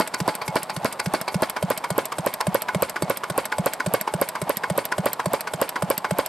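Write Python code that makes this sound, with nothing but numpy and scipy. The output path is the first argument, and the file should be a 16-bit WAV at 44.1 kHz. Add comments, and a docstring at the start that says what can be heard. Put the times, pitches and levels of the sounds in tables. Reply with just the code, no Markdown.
"""An old single-cylinder diesel chugs at idle outdoors, one firing about every 0.28 s, heard first
from a step away, then close by its head. Each four-stroke cycle: the fuel knocks, the piston slaps,
the exhaust valve lifts, the silencer puffs, gas whooshes out, the valve seats, the intake gulps and
the inlet valve clicks shut. The blows ring the iron block, gears and bearings churn underneath,
and the yard throws back a short, dull echo."""
import sys
import numpy as np
from scipy import signal
from scipy.fft import rfft, irfft, next_fast_len
from scipy.io import wavfile

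SR = 44100
rng = np.random.default_rng(int(sys.argv[2]) if len(sys.argv) > 2 else 0)


def output_pcm(signal):
    """Save a mono or channel-first signal as 16-bit PCM at the path in sys.argv[1].

    Samples are clipped to [-1, 1] before scaling.
    """
    pcm = np.clip(np.atleast_2d(signal).T, -1, 1) * 32767
    wavfile.write(sys.argv[1], SR, np.round(pcm).astype(np.int16))


N = 276948

CLOSE_FROM_S = 1.46  # the listener cuts to the close position
LEAD = 2205  # samples of room for a blow to swell before its cue
AGE = np.arange(-LEAD, 4 * LEAD) / SR  # time axis of one blow, 0 on its cue [s]
# Valve timing, as shares of the cycle from one firing to the next
EXHAUST_OPENS, EXHAUST_SEATS, INLET_OPENS, INLET_SHUTS = 0.229, 0.504, 0.521, 0.771
# The firings, uneven as the governor meters the fuel
# (time [s], effort over a normal firing [dB], piston clank [dB], piston ping [dB])
FIRINGS = [(0.139, -1, -28, -25), (0.415, -6, -35, -38), (0.6954, -6, -34, -34), (0.9945, 0, -25, -23.5),
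           (1.278, 2.5, -39, -33), (1.563, 1.5, -27, -37), (1.8394, -3.5, -28.5, -33.5),
           (2.1186, -4.5, -35, -33), (2.4044, 2.5, -21, -23.5), (2.6838, 1, -18.5, -38),
           (2.959, -2, -22, -40), (3.2346, -7, -26.5, -37), (3.519, 1.5, -18.5, -36), (3.799, 0, -21, -37),
           (4.0745, -2, -35, -41), (4.3514, -5, -30, -37), (4.6347, -0.5, -21, -43), (4.918, 0, -17.5, -28),
           (5.195, -1, -21, -37), (5.4707, -8, -28.5, -36.5), (5.757, -0.5, -22, -38), (6.044, 0, -22, -40)]


def undb(db):
    """Decibels to gain."""
    return 10 ** (np.asarray(db) / 20)


def level(x, db):
    """Set the rms level."""
    return x * undb(db) / np.sqrt(np.mean(x ** 2))


def on_log_axis(f, hz, values):
    """Join spectrum points on a log-frequency axis."""
    return np.interp(np.log(f + 1), np.log(hz), values)


def band(x, hz, width):
    """One resonant band, gain 1 at its centre."""
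    return signal.lfilter(*signal.iirpeak(hz, hz / width, fs=SR), x)


def tint(x, hz, db, size=2048):
    """Minimum-phase EQ of unit power through the given points, rolling off below the lowest."""
    f = np.arange(size // 2 + 1) * SR / size
    roll_off = np.minimum((f + 5) / hz[0], 1) ** 2
    gain = undb(on_log_axis(f, hz, db)) * roll_off
    cepstrum = irfft(np.log(level(gain, 0)))
    cepstrum[1:size // 2] *= 2  # folding the cepstrum makes the filter causal
    cepstrum[size // 2 + 1:] = 0
    impulse = irfft(np.exp(rfft(cepstrum)))
    return signal.oaconvolve(x, impulse[None], axes=1)[:, :N]


def viewpoint(away, close):
    """Hard cut from a step away to close by."""
    return np.where(np.arange(N) < CLOSE_FROM_S * SR, away, close)


def coloured(x, table):
    """Give a sound its own EQ for each listening position."""
    hz, away_db, close_db = np.transpose(table)
    return viewpoint(tint(x, hz, away_db), tint(x, hz, close_db))


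def swell(rise, fall, delay=0):
    """Envelope of one blow: exponential rise and fall about a crest at the delay, all in seconds."""
    t = AGE - delay
    return np.exp(-np.abs(t) / np.where(t < 0, rise, fall))


def ring(hz, rise, decay, delay=0, phase=0):
    """One damped resonance with its crest at the given delay."""
    return swell(rise, decay, delay) * np.cos(2 * np.pi * hz * (AGE - delay) + phase)


def bloom(t, crest_s, sharpness):
    """Rounded envelope: swells from rest to a crest of 1, then dies away."""
    u = np.maximum(t, 0) / crest_s
    return (u * np.exp(1 - u)) ** sharpness


def play(times, db, shape):
    """Trigger the same shape at each time, with its gain."""
    hits = np.zeros(N + LEAD)
    cues = np.clip(np.round(times * SR).astype(int), 0, N)
    np.add.at(hits, cues, undb(db))
    return signal.oaconvolve(hits, shape)[LEAD:LEAD + N]


def add(track, start, shape):
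    """Mix one shape into a track at the given time."""
    out = np.zeros(N + 2 * len(AGE))
    out[int(start * SR):][:len(shape)] = shape
    return track + out[LEAD:LEAD + N]


def grit(grain_db, side_db=-19, treble_side_db=-11):
    """Stereo noise of tiny contacts of uneven size, wider in the treble."""
    mid, side, size = rng.standard_normal((3, N))
    grains = undb(grain_db * np.repeat(size, repeats=8)[:N])
    side = undb(side_db) * side + undb(treble_side_db) * band(side, 6100, 4400)
    return level(grains * (mid + side * np.array([[1], [-1]])), 0)


def cam(share):
    """Time [s] and effort [dB] as each cycle reaches this share; the engine is already running."""
    fired, effort, _, _ = np.transpose(FIRINGS)
    period = np.mean(np.diff(fired))
    edges = np.r_[fired[0] - period, fired, fired[-1] + period]
    times = edges[:-1] + share * np.diff(edges)
    heard = times > -LEAD / SR
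    return np.maximum(times[heard], 0), np.r_[0, effort][heard]


def cam_blows(share, away_db, close_db, scatter_db=0.7):
    """Time [s] and gain [dB] of one blow a cycle; driven by the camshaft, they hardly vary."""
    times, _ = cam(share)
    db = np.where(times < CLOSE_FROM_S, away_db, close_db)
    return times, db + scatter_db * rng.standard_normal(len(times))


def breeze():
    """Faint moving air rumbles on each microphone port separately."""
    air = rng.standard_normal((2, N))
    return level(tint(air, [20, 60, 200, 1000], [-3, -2, -20, -60]), -65)


def yard(x, decay_s=0.019, wet_db=-19):
    """Ground and nearby walls scatter a short, dull echo, different at each ear."""
    t = AGE[LEAD:]
    echo = rng.standard_normal((2, len(t))) * np.exp(-t / decay_s) * (1 - np.exp(-t / 0.0022))
    echo /= np.sqrt(np.sum(echo ** 2) / 2)
    echo = signal.lfilter(*signal.butter(1, 3000, fs=SR), echo)
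    return undb(wet_db) * signal.oaconvolve(x.mean(axis=0)[None], echo, axes=1)[:, :N]


def churn():
    """Gears and bearings lay a gritty bed under the blows."""
    # Tone of the running gear (frequency [Hz], relative level [dB])
    gear_eq = [(60, -18), (180, -3), (280, -6.5), (620, 1), (1000, 4), (1250, -4), (2900, -17.5),
               (4800, -21.5), (6400, -31), (8500, -22.5), (12000, -28), (15000, -38)]
    return level(tint(grit(4.1, side_db=-25.5), *np.transpose(gear_eq)), -37.5)


def block(force):
    """The blows all ring the same iron modes."""
    # Modes of the block and its covers (frequency [Hz], bandwidth [Hz], level [dB])
    iron_modes = [(858.4, 8.8, -44.5), (1018, 138, -42.5), (1459, 12, -52.5), (2181, 15, -49),
                  (2700, 30, -68), (3152, 27, -58), (4520, 26, -57), (4770, 74, -57.5), (8360, 77, -58.5)]
    return sum(level(band(force, hz, width), db) for hz, width, db in iron_modes)


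def inlet_shut():
    """The cam follower scuffs off its ramp; the inlet valve clicks shut, its spring and port ring on."""
    # Tone of the valve click (frequency [Hz], level a step away [dB], level close by [dB])
    click_eq = [(208, 3.5, 4.5), (406, -20, -22.5), (670, 4, 0), (895, -24, -33), (1460, -10, -0.5),
                (2700, -27, -12.5), (3550, -19, -8.5), (5100, -18.5, -13), (6000, -24, -18),
                (7840, -15, -2.5), (10250, -7.5, -6.5), (12700, -10, 4.5), (15400, -33, -21.5)]
    times, db = cam_blows(INLET_SHUTS, away_db=-29.5, close_db=-27)
    click = play(times, db, undb(11.5) * swell(0.00023, 0.0012, 0.00036)) * grit(1.9)
    spring = play(times, db, undb(0.5) * swell(0.00064, 0.0052, 0.0026)) * grit(1.8)
    spring = tint(spring, [1400, 3500, 5200, 6500, 8400, 10000, 13000, 15000],
                  [6.5, -1.5, 4, -7.5, 7, -0.5, -6, -28])
    port = play(times, db, undb(-2.5) * ring(633, 0.0026, 0.0082, 0.00364))
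    scuff = play(times, -36.5, swell(0.0041, 0.0085, -0.0078)) * grit(3.6)
    scuff = tint(scuff, [900, 2200, 4500, 7000, 15000], [-14, 10.5, -2, -21, -30])
    return coloured(click, click_eq) + spring + port + scuff, undb(-8.5) * click


def gulp(modes):
    """Suction comes first: the pressure dips, crests, and swings a few times more."""
    out = 0
    for hz, crest_s, db in modes:
        t = AGE + .75 / hz  # lines up each mode's first upward swing with the cue
        out -= undb(db) * bloom(t, crest_s, 1.57) * np.sin(2 * np.pi * hz * t)
    return out


def intake():
    """The opening inlet thumps the air in its pipe; gears rattle as the load reverses; air hisses in."""
    # Air modes of the pipe from each position (frequency [Hz], time to crest [s], level [dB])
    pipe_away = [(320, 0.0012, -1), (642, 0.0038, -7), (920, 0.00088, -3), (1500, 0.00038, -6)]
    pipe_close = [(278, 0.0012, -11), (550, 0.0026, -1), (1043, 0.0013, -4.5), (1450, 0.0014, -12.5)]
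    # Tone of the gear rattle (frequency [Hz], level a step away [dB], level close by [dB])
    rattle_eq = [(97, -9, -3), (232, 3.5, -1.5), (392, -1.5, 0), (556, 2, 2.5), (910, -5.5, -0.5),
                 (1380, -2.5, -5), (2290, -9, -6.5), (3550, -17, -16.5), (4570, -7, -13.5),
                 (6200, -26.5, -26), (8400, -21, -21.5), (12100, -25, -29), (15000, -39, -37)]
    times, db = cam_blows(INLET_OPENS, away_db=-13, close_db=-14.5)
    thump = viewpoint(play(times, db + 3, gulp(pipe_away)), play(times, db + 5.5, gulp(pipe_close)))
    envelope = undb(-9.5) * swell(0.0047, 0.0059, 0.0065) + undb(-18.5) * swell(0.0057, 0.03, 0.0066)
    rattle = play(times, db, envelope) * grit(2.9)
    hiss = play(times, -42, swell(0.026, 0.024, 0.024)) * grit(1.5, side_db=-12)
    hiss = tint(hiss, [3000, 6450, 9200, 12100, 15500], [2, 0, 11.5, 1, -26])
    return thump + coloured(rattle, rattle_eq) + hiss, undb(-1.5) * rattle


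def exhaust_lift(port_db_per_effort=0.77):
    """The rocker strikes the valve, released gas rings the port, and the tappet ticks at full lift."""
    # Tone of the rocker strike (frequency [Hz], level a step away [dB], level close by [dB])
    strike_eq = [(382, 6.5, 0), (980, -15, -11.5), (1510, -3, -10.5), (2500, -7, -18), (3560, -10.5, -16.5),
                 (5200, -7, -21.5), (6450, -16, -25), (8460, -7, -10.5), (10400, -10.5, -18.5),
                 (12800, -16, -21), (15000, -39, -40)]
    times, db = cam_blows(EXHAUST_OPENS, away_db=-27.5, close_db=-26.5)
    strike = play(times, db, undb(5) * swell(0.00089, 0.0053, 0.0005)) * grit(2.3)
    _, effort = cam(EXHAUST_OPENS)
    port_db = np.where(times < CLOSE_FROM_S, -32, -23) + port_db_per_effort * effort
    port = play(times, port_db, undb(9) * ring(606, 0.00086, 0.0045, 0.00183))
    tappet = play(times, db, undb(-16.5) * swell(0.0011, 0.0046, 0.023)) * grit(1.7)
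    tappet = tint(tappet, [3000, 8040, 13000, 15500], [5, 8, -14, -26])
    return coloured(strike, strike_eq) + port + tappet, strike


def exhaust_whoosh(hz=720, climb=2.05, flutter_hz=110, db=-29.5):
    """The rising piston pushes gas past the valve; its hollow note climbs as the gap closes."""
    t = AGE + .02  # the note passes through hz 20 ms before the valve seats
    phase = 2 * np.pi * hz * t * (1 + climb * t)
    out = 0
    for seated in cam(EXHAUST_SEATS)[0]:
        flutter = signal.lfilter(*signal.butter(2, flutter_hz, fs=SR), rng.standard_normal((2, len(t))))
        note = level(flutter[0] * np.cos(phase) + flutter[1] * np.sin(phase), db)
        out = add(out, seated, note * swell(0.024, 0.0042, -0.0092))
    return out


def exhaust_seat():
    """Gas hisses out, then the valve snaps shut and rings the head."""
    # Tone of the valve snap (frequency [Hz], level a step away [dB], level close by [dB])
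    snap_eq = [(151, -3, -4.5), (480, -3.5, 0), (990, 11.5, -3), (1790, -38, -28), (2570, -16, -15),
               (4020, -18, -24.5), (6700, -19.5, -21.5), (7800, -15, -10.5), (10100, -10, -11),
               (12060, -13, -4), (13700, -19, -13.5), (15300, -31, -19.5)]
    times, db = cam_blows(EXHAUST_SEATS, away_db=-18.5, close_db=-19.5)
    gas = play(times, -33.5, swell(0.016, 0.0095, -0.011)) * grit(3.7)
    gas = tint(gas, [150, 400, 750, 1050, 1600, 3000, 14000], [3, -9, -5, -0.5, -13, -15, -40.5])
    envelope = undb(5.5) * swell(0.00024, 0.00098, 0.00015) + undb(-3.5) * swell(0.0014, 0.0034, 0.00053)
    snap = play(times, db, envelope) * grit(0.91)
    low_ring = undb(-22) * ring(380, 0.0011, 0.0036, 0.0024)
    high_ring = undb(-1.5) * ring(1080, 0.001, 0.0028, 0.0013)
    head = play(times, db, low_ring + high_ring) * viewpoint(0.29, 0.52)
    return gas + coloured(snap, snap_eq) + head, undb(-4) * snap


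def piston_slap(lag_s=0.0068):
    """Just after a firing the piston hits the cylinder wall: a clank, a crack and a bright ping."""
    # Modes of the cylinder wall (frequency [Hz], decay [s], level [dB])
    wall_modes = [(1009, 0.0089, -1.5), (1467, 0.0079, -2), (1596, 0.0018, 6), (2060, 0.0026, -2.5)]
    fired, _, clank_db, ping_db = np.transpose(FIRINGS)
    times = fired + lag_s
    clank = 0
    for hz, decay, db in wall_modes:
        phases = rng.uniform(0, 2 * np.pi, len(times))
        for start, hit_db, phase in zip(times, clank_db, phases):
            clank = add(clank, start, undb(hit_db + db) * ring(hz, 0.00063, decay, phase=phase))
    slap = play(times, ping_db, undb(2) * swell(0.0033, 0.0015, 0.00055)) * grit(2.1)
    crack = tint(slap, [1500, 4200, 6400, 8400, 11500, 15000], [-12, 2.5, 0, 3, -1.5, -27])
    ping = play(times, ping_db, undb(-0.5) * ring(5230, 0.00092, 0.0022, 0.000657))
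    return clank + crack + ping, slap


def combustion(db_per_effort=0.3):
    """The fuel ignites with a knock that rumbles on in the casting; gas sizzles past the rings."""
    # Tone of the knock (frequency [Hz], level a step away [dB], level close by [dB])
    knock_eq = [(124, -7, -15.5), (427, -6.5, -3), (770, 2.5, -3), (930, 1.5, 6.5), (1620, -9.5, -6.5),
                (2350, -1.5, -8), (3200, -22, -18), (4660, -4, -18), (6170, -30, -26.5), (8400, -37, -31.5),
                (11200, -27, -28), (14700, -38, -43)]
    fired, effort, _, _ = np.transpose(FIRINGS)
    attack = undb(-1) * swell(0.0014, 0.0073, 0.0018)
    tail = undb(-16.5) * swell(0.0087, 0.026, 0.0086)
    knock = play(fired, -21.2 + db_per_effort * effort, attack + tail) * grit(1.9)
    sizzle = play(fired, -48, swell(0.011, 0.0074, 0.053)) * grit(1.5) * viewpoint(undb(8), 1)
    sizzle = tint(sizzle, [5000, 8500, 11500, 15000], [-9, -3, -0.5, -20])
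    return coloured(knock, knock_eq) + sizzle, knock


def silencer(hz=148, hz_per_db=1.5, glide=6.6, puff_db=-15.5, lag_s=0.00784, lag_s_per_db=0.0004):
    """Each puff swings the air in the silencer; hotter gas pitches it up, more so as the pot fills."""
    t = np.maximum(AGE, 0)
    opens, effort = cam(EXHAUST_OPENS)
    times = opens + lag_s + lag_s_per_db * effort  # a stronger puff takes longer to fill the pot
    levels, pitches = puff_db + effort, hz + hz_per_db * effort
    out = play(times, levels, undb(-17.5) * ring(92, 0.01, 0.006, 0.0044))  # low thud under the puff
    for start, db, pitch in zip(times, levels, pitches):
        swing = -np.sin(2 * np.pi * pitch * t * (1 + glide * t))
        out = add(out, start, undb(db) * bloom(t, 0.0084, 2.62) * swing)
    return out


def scene():
    """The engine in its yard; each blow gives its own sound and a force that rings the block."""
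    blows = combustion(), piston_slap(), exhaust_lift(), exhaust_seat(), intake(), inlet_shut()
    sounds, forces = zip(*blows)
    engine = sum(sounds) + block(sum(forces)) + silencer() + exhaust_whoosh() + churn()
    return engine + yard(engine) + breeze()


def record(dry, low_cut_hz=50, top_hz=15400):
    """Two close microphone ports differ in level and phase; the deep bass and the top are cut."""
    # Stereo balance of the ports (frequency [Hz], left minus right [dB])
    port_balance = [(100, -1), (200, -1.3), (380, -3), (750, -1), (2400, 0.5), (4400, -2.5), (8100, 2),
                    (14000, -5.5)]
    # Phase between the ports (frequency [Hz], lead of the left [rad])
    port_phase = [(100, 0.051), (900, 0.3), (2700, -0.13), (7000, 0.49), (9700, -1.92), (12000, -0.64),
                  (15000, -1.7)]
    size = next_fast_len(N + LEAD, True)
    f = np.arange(size // 2 + 1) * SR / size
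    balance_db = on_log_axis(f, *np.transpose(port_balance))
    lead_rad = on_log_axis(f, *np.transpose(port_phase))
    left = undb(balance_db / 2) * np.exp(.5j * lead_rad)  # the right port gets the inverse
    low_cut = f ** 2 / (f ** 2 + low_cut_hz ** 2)
    ports = irfft(rfft(dry, size) * low_cut * np.array([left, 1 / left]), size)[:, :N]
    return signal.sosfilt(signal.ellip(8, .2, 80, top_hz, fs=SR, output="sos"), ports)


dry = scene()
out = record(dry)
output_pcm(out)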